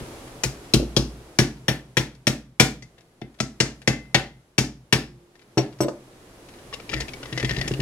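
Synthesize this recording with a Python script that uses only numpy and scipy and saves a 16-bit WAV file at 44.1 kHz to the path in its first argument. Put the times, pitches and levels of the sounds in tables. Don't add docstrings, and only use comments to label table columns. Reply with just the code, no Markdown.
import sys
import numpy as np
from scipy import signal
from scipy.fft import rfft, irfft
from scipy.io import wavfile
from scipy.ndimage import uniform_filter1d

SR = 44100
rng = np.random.default_rng(int(sys.argv[2]) if len(sys.argv) > 2 else 0)


def convert_level_to_amplitude(level_db):
    exponent = np.asarray(level_db, float) / 20
    return 10 ** exponent


def master(y):
    cut = np.clip(np.atleast_2d(y).T, -1, 1)
    pcm = np.round(cut * 32767)
    wavfile.write(sys.argv[1], SR, pcm.astype(np.int16))


N = 344421
HZ = np.fft.rfftfreq(N, 1 / SR)

# t/s, casing peak level/dB, bench level/dB, bright clatter level/dB, note of the struck spot f/Hz
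FRONT_BLOWS = [
    (0.4351, -12, -25.5, -18, 1930),
    (0.7369, -6, -8, -14.5, 4140),
    (0.9645, -11.5, -11.5, -14.5, 3262),
]
BACK_BLOWS = [
    (1.3871, -3, -10.5, -9.5, 1717),
    (1.6818, -6.5, -16.5, -24.5, 3300),
    (1.9692, -7, -16.5, -20.5, 1844),
    (2.2693, -6, -16, -16, 2290),
    (2.598, 0, -11, -10, 2406),
    (4.5807, -6.5, -14.5, -12.5, 2660),
    (4.9253, -3.5, -14, -17.5, 2820),
]
LEFT_BLOWS = [
    (3.4015, -11.5, -22, -18.5, 2570),
    (3.6016, -7, -17.5, -12.5, 2840),
    (3.8748, -5, -15, -15.5, 2075),
    (4.1449, -1, -18.5, -16, 2163),
]
LIGHT_BLOWS = [
    (2.823, -36.5, -52, -41.5, 1985),
    (3.2151, -32, -31, -73, 3520),
]
LAID_DOWN = [
    (5.573, -14, -10, -28, 2990),
    (5.805, -26, -11.5, -30, 2740),
    (5.883, -38.5, -26, -37, 1510),
]
# t/s, peak level/dB, f/Hz, 60 dB decay/s
SPOT_NOTES = [(0.4352, -30, 860, 0.059), (0.4352, -20, 2470, 0.053), (2.8235, -46.5, 2050, 0.12),
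              (2.824, -50, 5940, .06), (2.824, -48, 4812, 0.036), (3.216, -32, 703, 0.016),
              (0.972, -20, 559, 0.081), (1.388, -14.5, 1700, 0.087), (4.146, -21.5, 782, 0.032),
              (4.158, -24, 336.4, 0.16), (1.971, -22, 3260, 0.059), (2.6, -23.5, 5460, .12),
              (3.402, -25, 654, 0.04), (3.402, -24, 1335, 0.025), (5.576, -25, 723, 0.055),
              (5.577, -35, 1053, 0.11), (5.806, -25.5, 5722, 0.091), (5.808, -36, 1020, 0.16),
              (5.886, -40, 1735, .05)]
# t/s, level/dB
CAGE_SHIVERS = [
    (0.968, -33),
    (2.6, -42.5),
    (4.582, -32),
    (4.927, -29),
]
# t/s, peak level/dB, pitch
# f/Hz
TICKS = [(0.2738, -44, 2060), (0.6448, -48, 2770), (0.6934, -50, 3000), (1.5682, -48, 1780),
         (2.149, -52, 5130), (3.8174, -41, 2770), (4.0494, -53, 1950), (5.7253, -49, 2780),
         (5.819, -33, 2780), (5.831, -33, 2880), (5.7872, -48, 5270),
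         (2.98, -48, 1790),
    (3.006, -52, 5340),
    (3.342, -56, 3420),
    (3.388, -44, 2590),
    (5.354, -47, 1790),
    (5.392, -50, 2810),
    (5.415, -50, 1780),
    (6.487, -45, 3030),
    (6.537, -46, 2830),
    (6.585, -48, 2860),
]
# t/s, peak level/dB, main note f/Hz, second note f/Hz
TEETH = [(6.7268, -32.5, 1120, 1840), (6.7371, -29.5, 2790, 5000), (6.7985, -38.5, 2320, 1310),
         (6.8921, -30, 2350, 2815), (6.9152, -34, 2700, 3130), (6.931, -27.5, 1340, 1860),
         (6.9376, -23, 2336, 2804), (7.003, -26, 4382, 7080), (7.0194, -35, 2070, 2820),
         (7.0818, -35.5, 2310, 2670), (7.0873, -36, 2503, 2212), (7.1347, -34.5, 2260, 5700),
         (7.229, -34, 1446, 2820), (7.2552, -36, 1990, 1140), (7.3255, -28.5, 1860, 2820),
         (7.3757, -23, 2000, 5740), (7.3974, -27.5, 1990, 5160), (7.4276, -26.5, 1830, 2370),
         (7.4465, -23, 1920, 3350), (7.4924, -24, 1921, 5260), (7.509, -23, 1834, 5000),
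         (7.5458, -38, 2783, 1860), (7.5638, -28, 1830, 2830), (7.5842, -30.5, 1814, 2100),
         (7.612, -23, 1930, 4870), (7.675, -29.5, 1850, 3360), (7.679, -27.5, 7150, 2410),
         (7.7139, -34, 2770, 1740), (7.7369, -29.5, 2860, 2583), (7.8004, -28, 2850, 1840)]
# t/s, peak level/dB
ROLL = [
    (0.797, 3.5),
    (0.825, 1),
    (0.988, -14),
    (5.584, 10.5),
    (5.829, 3),
    (5.846, 4),
    (5.855, 4.5),
    (5.901, -14),
]
# t/s, peak level/dB
THUMPS = [(0.01, -18), (0.4533, -11), (6.726, -44), (6.931, -17.5), (7.326, -15.5), (7.436, -7.5),
          (7.51, -12), (7.579, -11.5), (7.658, -16), (7.711, -5.5), (7.74, -43), (7.793, -7)]
# t/s, effort level/dB
ROCKING = [(6.6, -44), (6.74, -17), (6.87, -35), (6.9, -9.5), (6.94, -1), (7.02, -4), (7.07, -17),
           (7.21, -22), (7.24, -17), (7.3, -15), (7.38, -5.5), (7.55, -2), (7.66, -4.5), (7.81, -20)]
# t/s, level/dB, f/Hz
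SHELF = [
    (4.93, -51, 349),
    (2.9, -57, 170),
]

# f/Hz, width/Hz, level/dB
FRONT_RIM = [(1960, 26, -3), (2480, 20, 0), (3270, 23, -3), (4200, 21, -3), (5520, 74, -2), (6090, 25, -5),
             (6380, 35, -2), (6930, 27, 0), (7190, 42, -7)]
FRONT_END = [(2480, 38, -4), (2700, 35, -5), (3640, 23, -6), (4030, 210, -2), (5020, 22, -5),
             (5360, 150, -6), (5750, 45, 0), (6860, 27, -11), (7830, 67, -8)]
FRONT_GEAR = [(1310, 59, -9), (1780, 27, -8), (2800, 45, -9), (3280, 42, 0), (4000, 33, -5), (5030, 31, -5),
              (5940, 37, -7), (6570, 91, -11), (7990, 44, -14)]
BACK = [(1780, 36, -2), (2050, 100, -8), (2350, 36, -2), (2810, 60, -5), (3330, 86, -6), (5440, 37, -9),
        (5650, 42, 0), (6000, 48, -12), (6900, 51, -16), (7580, 160, -18), (8630, 36, -16), (9090, 49, -21)]
LEFT = [(1880, 27, -6), (2060, 22, -2), (2300, 28, 0), (2790, 38, -5), (3470, 30, -8), (4150, 32, -9),
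        (4550, 17, -9), (5100, 69, -9), (5670, 78, -1), (6520, 78, -11), (6950, 35, -11), (7780, 27, -17)]
TOP = [(1720, 23, -5), (2400, 24, -5), (2630, 25, -5), (2800, 49, 0), (3600, 57, -10), (3840, 29, -8),
       (4300, 81, -4), (4570, 36, -5)]
GEARS = [(1800, 120, -2), (1920, 200, 0), (2070, 24, -3), (2350, 64, -4), (2810, 60, -5), (3350, 89, -6),
         (4600, 96, -8), (5010, 110, -6), (6900, 83, -13)]
# f/Hz, level/dB, 60 dB decay/s
BENCH = [(117, -19, .8), (130, 0, .24), (173, -4, .12), (205, -22, .5), (217, -6, .13), (250, -6, .1),
         (280, -6, .11), (314, -3, .14), (352, -6, .12), (386, -9, .1), (460, -20, .1), (540, -16, .1),
         (640, -18, .08), (750, -21, .06)]
PLANK = [(135, -4, .18), (180, -5, .07), (208, -9, .1), (312, -6, .09), (336, 0, .1), (381, -5, .09),
         (498, -8, .08), (540, -7, .06), (580, -4, .06), (670, -13, .07), (870, -16, .06), (990, -16, .08),
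         (1250, -18, .08), (1450, -21, .06)]
PLANK_END = [(131, -2, .2), (178, -1, .06), (222, -7, .11), (300, -9, .06), (338, -2, .11), (390, -4, .09),
             (464, -14, .12), (540, -13, .1), (690, -9, .09), (745, -11, .09), (860, -9, .08),
             (1080, -17, .06), (1300, -17, .05)]
LEGS = [(57, 0, .5), (62, -8, .3)]
THUD = [(165, 0, .05), (235, -1, .045), (300, -2, .04), (365, -4, .04)]
MALLET = [(5670, 0, .16), (5570, -3, .1), (5770, -4, .08), (7790, -15, .12), (11350, -24, .1),
          (13070, -22, .1), (14900, -28, .07)]
MALLET_SIDE = [(5650, -4, 0.065), (5200, -6, 0.053), (7780, -3, 0.49), (11270, -6, 0.09),
               (13070, -13, 0.21), (14800, -20, .08)]
SEATED_SHAFT = [(2062, 0, .42), (2600, -6, .35), (3400, -6, .12)]
# f/Hz, level/dB
CLATTER = [(440, -10), (720, -15), (1130, -21), (1800, -12.5), (2800, -15), (5740, -15.5), (7500, -19),
           (16000, -38.5)]
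FRONT_CLATTER = [(440, -10), (1200, -13), (2000, -18), (2600, -10), (4170, -8.5), (5740, -8.5), (7500, -22),
                 (16000, -50)]
TOOTH_CLATTER = [(440, -10.5), (1200, -23.5), (1900, -15.5), (2800, -11.5), (4170, -13.5), (5400, -8.5),
                 (7500, -15.5), (16000, -37)]

# f/Hz, level/dB, 60 dB decay/s
ECHO = [(60, 11.5, 0.91), (250, 5.5, 0.28), (1010, 7.5, 0.25), (3000, -3.5, 0.3), (7200, -0.5, 0.25),
        (12200, 9.5, 0.15)]
# f/Hz, level/dB
AIR_COLOUR = [(25, -0.5), (75, -6.5), (120, -9), (350, -3), (800, -12.5), (1750, -17.5), (10500, -24.5),
              (15500, -36)]
# f/Hz, level over air or hiss/dB
HUM = [(118, -1), (350, -7), (10050, 1), (11300, -4), (14000, -12)]
# t/s, gain level/dB
GAIN = [(0, -1), (.42, -5), (.95, -7), (1.37, -10.5), (1.96, -18), (2.58, -24.5), (2.95, -20), (3.2, -21.5),
        (3.58, -18), (4.1, -18), (4.56, -23.5), (4.9, -21), (5.3, -20.5), (5.55, -17), (6.0, -13),
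        (6.6, -8), (7.07, -4.5), (7.81, -1.5)]
# f/Hz, level/dB
PORT_DB = [(400, -1), (800, 0.5), (1400, -1), (2400, 12), (4400, 10), (6500, 10), (8500, -10),
           (15000, -17.5)]
# f/Hz, phase/rad
PORT_LEAD = [(0, 0), (780, 0.5), (2070, 0.57), (3500, 2.5), (5680, 3), (8180, 5.5), (11000, 3),
             (16000, 5.5)]


def blows(taps, body, colour, base, head, steel, wood, mallet,
          mode_db, top_db, mallet_db, legs_db, down, thuds_db=(10, 5), steel_lag=0):
    onto_casing = down > 0
    bench_lag = .0044 * onto_casing
    for s, mid_db, low_db, high_db, hz in taps:
        mid, high, top = clatter(colour, hold=0.0067, t60=0.041, grain_db=4.0, wash_db=-5, wash_t60=0.25)
        rattle = peak(mid, mid_db - 7) + peak(high, high_db - 2.5) + peak(top, mid_db + top_db)
        add(steel, s + steel_lag, rattle)
        casing = ring(body + [(hz, -4, .025)], 0.23, scatter_db=2.0, rise=0.0016)
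        add(mallet, s + steel_lag, convert_level_to_amplitude(mid_db + mode_db + 1.5) * casing)
        mallet_ring = choked(ring(head, .15, scatter_db=1.5, rise=.005))
        add(mallet, s, convert_level_to_amplitude(mid_db + mallet_db) * mallet_ring)
        bench = band(ring(base, .7, scatter_db=1.5, rise=0.0005), 160, 6000)
        add(wood, s + bench_lag, down * convert_level_to_amplitude(low_db + 8.5) * bench)
        for late, thud_db in zip((0, .023), thuds_db):
            thud = band(ring(THUD, .07, scatter_db=3.5, rise=0.00056), 83, 440)
            add(wood, s + bench_lag + late * onto_casing, onto_casing * convert_level_to_amplitude(low_db + thud_db) * thud)
        add(wood, s, convert_level_to_amplitude(low_db + legs_db) * ring(LEGS, .6, scatter_db=1.5, rise=.03))


def clatter(colour, hold, t60, grain_db, wash_db, wash_t60):
    t = np.arange(16384) / SR
    grain = grain_db * np.repeat(rng.standard_normal(512), 32)
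    bounce = convert_level_to_amplitude(grain - 60 * np.maximum(t - hold, 0) / t60)
    wash = convert_level_to_amplitude(wash_db - 60 * t / wash_t60)
    x = rng.standard_normal(16384) * (bounce + wash) * (1 - np.exp(-t / 0.0003))
    hz = np.fft.rfftfreq(16384, 1 / SR)
    over_mid = 1 / (1 + (4500 / (hz + 1)) ** 8)
    over_high = 1 / (1 + (9000 / (hz + 1)) ** 8)
    ranges = np.array([1 - over_mid, over_mid - over_high, over_high])
    no_bass = 1 / (1 + (300 / (hz + 1)) ** 4)
    y = irfft(rfft(x) * convert_level_to_amplitude(on_log(colour, hz)) * no_bass * ranges)
    return y[:, :15000] * np.minimum(t[:15000] / 0.00012, 1)


def ring(modes, length, scatter_db, rise):
    t = np.arange(int(length * SR)) / SR
    hz, db, t60 = np.transpose(modes)[:, :, None]
    detune, phase, strength = rng.standard_normal((3, len(hz), 1))
    wave = np.sin(2 * np.pi * hz * (1 + 0.003 * detune) * t + np.minimum(hz / 1500, 3) * phase)
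    notes = convert_level_to_amplitude(db + scatter_db * strength) * wave * convert_level_to_amplitude(-60 * t / t60)
    y = notes.sum(axis=0) * (1 - np.exp(-t / rise))
    return y / np.abs(y).max()


def damped(peaks, ring_share):
    return [(hz, db + 10 * np.log10(width / 100), ring_share * np.log(1000) / np.pi / (width + 40))
            for hz, width, db in peaks]


def choked(x):
    t = np.arange(len(x)) / SR
    return x * (.06 + .94 * np.clip((.052 - t) / .015, 0, 1))


def seated(taps, track, ring_db, held):
    for s, mid_db, *_ in taps:
        notes = ring(SEATED_SHAFT, .45, scatter_db=1.5, rise=.003)
        add(track, s, convert_level_to_amplitude(mid_db + ring_db) * (choked(notes) if held else notes))


def knocks(steel, notes):
    for s, db, hz, t60 in SPOT_NOTES:
        add(notes, s, convert_level_to_amplitude(db) * ring([(hz, 0, t60)], .3, scatter_db=0, rise=.001))
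    t = np.arange(16000) / SR
    cage_t60 = .3
    for s, db in CAGE_SHIVERS:
        shiver = unit(band(band(rng.standard_normal(16000), 4750, 5550), 4750, 5550))
        add(steel, s, convert_level_to_amplitude(db - 5.5 - 60 * t / cage_t60) * (1 - np.exp(-t / .01)) * shiver)


def ticks(rows, steel, tones, colour, t60, noise_db, ring_db, note_db, bright_db):
    for s, db, *notes in rows:
        mid, high, top = clatter(colour, hold=0.0057, t60=t60, grain_db=6.0, wash_db=-18.5, wash_t60=.14)
        brightness_db = bright_db + 6 * np.log2(notes[0] / 2000)
        add(steel, s, peak(mid, db + noise_db) + peak(high + top, db + brightness_db))
        gears = ring(damped(GEARS, 1.2) + [(2068, -13, .15)], .15, scatter_db=3.5, rise=.0008)
        add(steel, s, convert_level_to_amplitude(db + ring_db) * gears)
        own_modes = [(hz, -5 * k, min(.04, 100 / hz)) for k, hz in enumerate(notes)]
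        add(tones, s, convert_level_to_amplitude(db + note_db) * ring(own_modes, .1, scatter_db=.7, rise=.001))


def rocking(steel, wood):
    for s, db in THUMPS:
        thump = ring(THUD + [(133.7, -9.5, 0.2), (58.5, -8.5, 0.12)], .4, scatter_db=2.5, rise=0.004)
        add(wood, s, convert_level_to_amplitude(db - 5) * thump)
    for s, db in ROLL:
        add(wood, s, convert_level_to_amplitude(db - 19.5) * ring(PLANK[3:10], .2, scatter_db=2.0, rise=0.0024))
    for s, db, hz in SHELF:
        swell = np.hanning(int(.7 * SR)) ** .2
        add(wood, s, convert_level_to_amplitude(db) * ring([(hz, 0, 2.5)], .7, scatter_db=0, rise=.03) * swell)
    hand_on = np.interp(np.arange(N) / SR, [6.6, 6.75], [0, 1])
    effort_db = curve(ROCKING, 1)
    bench = ring(BENCH + [(58, -3, .3)], .1, scatter_db=1.4, rise=.003)
    rumble = unit(signal.fftconvolve(rng.standard_normal(N), bench)[:N])
    roughness = np.repeat(rng.standard_normal(N // 90 + 1), 90)[:N]
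    grit = rng.standard_normal(N) * convert_level_to_amplitude(4.0 * roughness)
    gears = sum(convert_level_to_amplitude(db) / (1 + (2 * (HZ - hz) / (width + 60)) ** 2) for hz, width, db in GEARS)
    scrape = unit(irfft(rfft(grit) * convert_level_to_amplitude(on_log(CLATTER, HZ)) * (.25 + gears), N))
    steel = steel + hand_on * convert_level_to_amplitude(-37 + 1.1 * effort_db) * scrape
    return steel, wood + hand_on * convert_level_to_amplitude(-29 + effort_db) * rumble


def two_ports(struck):
    lead = np.interp(HZ, *np.transpose(PORT_LEAD))
    port = convert_level_to_amplitude(on_log(PORT_DB, HZ))
    left = 2 / np.sqrt(1 + np.abs(port) ** -2)
    board = 1 + convert_level_to_amplitude(-16.5) * np.exp(-2j * np.pi * HZ * .0098)
    ports = np.array([causal(left), causal(left / port) * np.exp(-1j * lead)])
    return irfft(rfft(struck) * board * ports, N)


def causal(gain):
    c = irfft(np.log(gain), N)
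    c[1:(N + 1) // 2] *= 2
    c[N // 2 + 1:] = 0
    return np.exp(rfft(c))


def nearby(x):
    t = np.arange(1500) / SR
    spray = rng.standard_normal((2, 1500)) * convert_level_to_amplitude(-60 * t / 0.022) * np.clip(t / 0.018, 0, 1)
    spray = spray / np.sqrt(np.sum(spray ** 2, axis=1, keepdims=True))
    return signal.fftconvolve(x[None], spray, axes=1)[:, :N]


def workshop(x):
    t = np.arange(30000) / SR
    noise, echo = pair(2500, size=30000), 0
    octave = np.log2(np.fft.rfftfreq(30000, 1 / SR) / 45 + 1e-9)
    decays = [(f, t60) for f, _, t60 in ECHO]
    for k in np.arange(9):
        hz = 45 * 2. ** k
        fade = convert_level_to_amplitude(on_log(ECHO, hz) - 60 * t / on_log(decays, hz))
        echo = echo + fade * irfft(noise * np.clip(1 - np.abs(octave - k), 0, 1))
    echo = echo * np.clip((t - .003) / 0.024, 0, 1) / np.sqrt(SR / 30)
    return signal.fftconvolve(x[None], echo, axes=1)[:, :N]


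def floor():
    noise = pair(1600, size=N) * convert_level_to_amplitude(on_log(AIR_COLOUR, HZ))
    low_share = 1 / (1 + (HZ / 1100) ** 2)
    air, hiss = irfft(noise * np.sqrt([[low_share], [1 - low_share]]), N)
    air = air / np.std(band(air[0], 78, 360))
    hiss = hiss / np.std(band(hiss[0], 11650, 13180))
    t = np.arange(N) / SR
    wobble = unit(uniform_filter1d(rng.standard_normal((5, N)), size=1500, axis=1))
    lines = [convert_level_to_amplitude(db + 2.0 * w) * np.sin(2 * np.pi * hz * t + w) for (hz, db), w in zip(HUM, wobble)]
    gain_db = curve(GAIN, 1)
    return convert_level_to_amplitude(-43.5 + gain_db) * (air + sum(lines[:2])) + convert_level_to_amplitude(-62 + gain_db) * (hiss + sum(lines[2:]))


def pair(alike_hz, size):
    mid, side = rfft(rng.standard_normal((2, size)))
    share = np.clip(np.fft.rfftfreq(size, 1 / SR) / alike_hz, .05, 1)
    return np.array([mid + share * side, mid - share * side]) / np.sqrt(1 + share ** 2)


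def on_log(table, hz):
    f, v = np.transpose(table)[:2]
    return np.interp(np.log(hz + 1), np.log(f + 1), v)


def curve(table, column):
    return np.interp(np.arange(N) / SR, [r[0] for r in table], [r[column] for r in table])


def unit(x):
    return x / np.sqrt(np.mean(x ** 2))


def peak(x, db):
    return x * convert_level_to_amplitude(db) / np.sqrt(2 * uniform_filter1d(x ** 2, size=88).max())


def band(x, lo_hz, hi_hz):
    sos = signal.butter(2, [lo_hz, min(hi_hz, SR / 2.2)], "band", fs=SR, output="sos")
    return signal.sosfilt(sos, x)


def add(track, s, x):
    i = int(s * SR)
    track[i:i + len(x)] += x[:N - i]


def scene():
    steel, wood, mallet = np.zeros((3, N))
    tracks = (steel, wood, mallet)
    share = .6
    spots = (FRONT_RIM, FRONT_END, FRONT_GEAR)
    colours = (CLATTER, FRONT_CLATTER, FRONT_CLATTER)
    front_thuds_db = ((-5, -3.5), (7.5, 4), (7.5, 0.5))
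    for tap, spot, colour, thuds_db in zip(FRONT_BLOWS, spots, colours, front_thuds_db):
        blows([tap], damped(spot, 1.5 * share), colour, BENCH, MALLET, *tracks,
              mode_db=0.5, top_db=-16.0, mallet_db=-38.5, legs_db=-10.0, down=0.98, thuds_db=thuds_db)
    blows(BACK_BLOWS, damped(BACK, share), CLATTER, BENCH, MALLET, *tracks,
          mode_db=-2.5, top_db=-21.0, mallet_db=-15.5, legs_db=-17.5, down=1)
    blows(LEFT_BLOWS + LIGHT_BLOWS, damped(LEFT, share), CLATTER, BENCH, MALLET, *tracks,
          mode_db=-4.5, top_db=-29, mallet_db=-26.0, legs_db=-15.5, down=1.0)
    seated(LEFT_BLOWS[2:3], mallet, ring_db=-24, held=False)
    seated(LEFT_BLOWS[3:], mallet, ring_db=-33, held=False)
    seated(LIGHT_BLOWS, mallet, ring_db=-15, held=True)

    top = damped(TOP, share)
    blows(LAID_DOWN[:1], top, CLATTER, PLANK_END, MALLET, *tracks,
          mode_db=-8, top_db=-28, mallet_db=-6, legs_db=-34, down=-1, steel_lag=.0045)
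    blows(LAID_DOWN[1:2], top, CLATTER, PLANK, MALLET_SIDE, *tracks,
          mode_db=-8, top_db=-25, mallet_db=0, legs_db=-28, down=-1)
    blows(LAID_DOWN[2:], top, CLATTER, PLANK[4:], MALLET, *tracks,
          mode_db=7.0, top_db=-17.5, mallet_db=-34, legs_db=-21, down=-1.96)

    ticks(TICKS, steel, mallet, CLATTER,
          t60=.05, noise_db=-1, ring_db=-8, note_db=-9, bright_db=-12)
    ticks(TEETH, steel, mallet, TOOTH_CLATTER,
          t60=0.031, noise_db=0.5, ring_db=-9.5, note_db=2.0, bright_db=-11)
    knocks(steel, mallet)
    seated(TEETH[15:20], mallet, ring_db=-13.5, held=True)
    steel, wood = rocking(steel, wood)
    wood = band(wood, 50, 9000)

    bench = np.array([wood, 0.88 * wood + 0.2 * np.roll(wood, shift=70)])
    direct = two_ports(steel + mallet) + bench
    near_wood = band(band(wood, 100, 3000), 100, 3000)
    scattered = nearby(convert_level_to_amplitude(-11) * band(steel + mallet, 280, 14000) + convert_level_to_amplitude(-10.5) * near_wood)
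    room_wood = band(band(wood, 170, 2800), 170, 2800)
    room = workshop(convert_level_to_amplitude(-4.5) * steel + convert_level_to_amplitude(-8.5) * mallet + convert_level_to_amplitude(-7.5) * room_wood)
    return direct + scattered + room + floor()


def low_pass(x):
    return signal.sosfilt(signal.butter(12, 16600, fs=SR, output="sos"), x)


def record(dry):
    no_rumble = signal.sosfilt(signal.butter(2, 22, "high", fs=SR, output="sos"), dry)
    rounded = np.tanh(0.87 * no_rumble) / 1.012
    mix = signal.sosfilt(signal.ellip(6, .3, 50, 15700, fs=SR, output="sos"), rounded)
    return low_pass(mix)


dry = scene()
out = record(dry)
master(out)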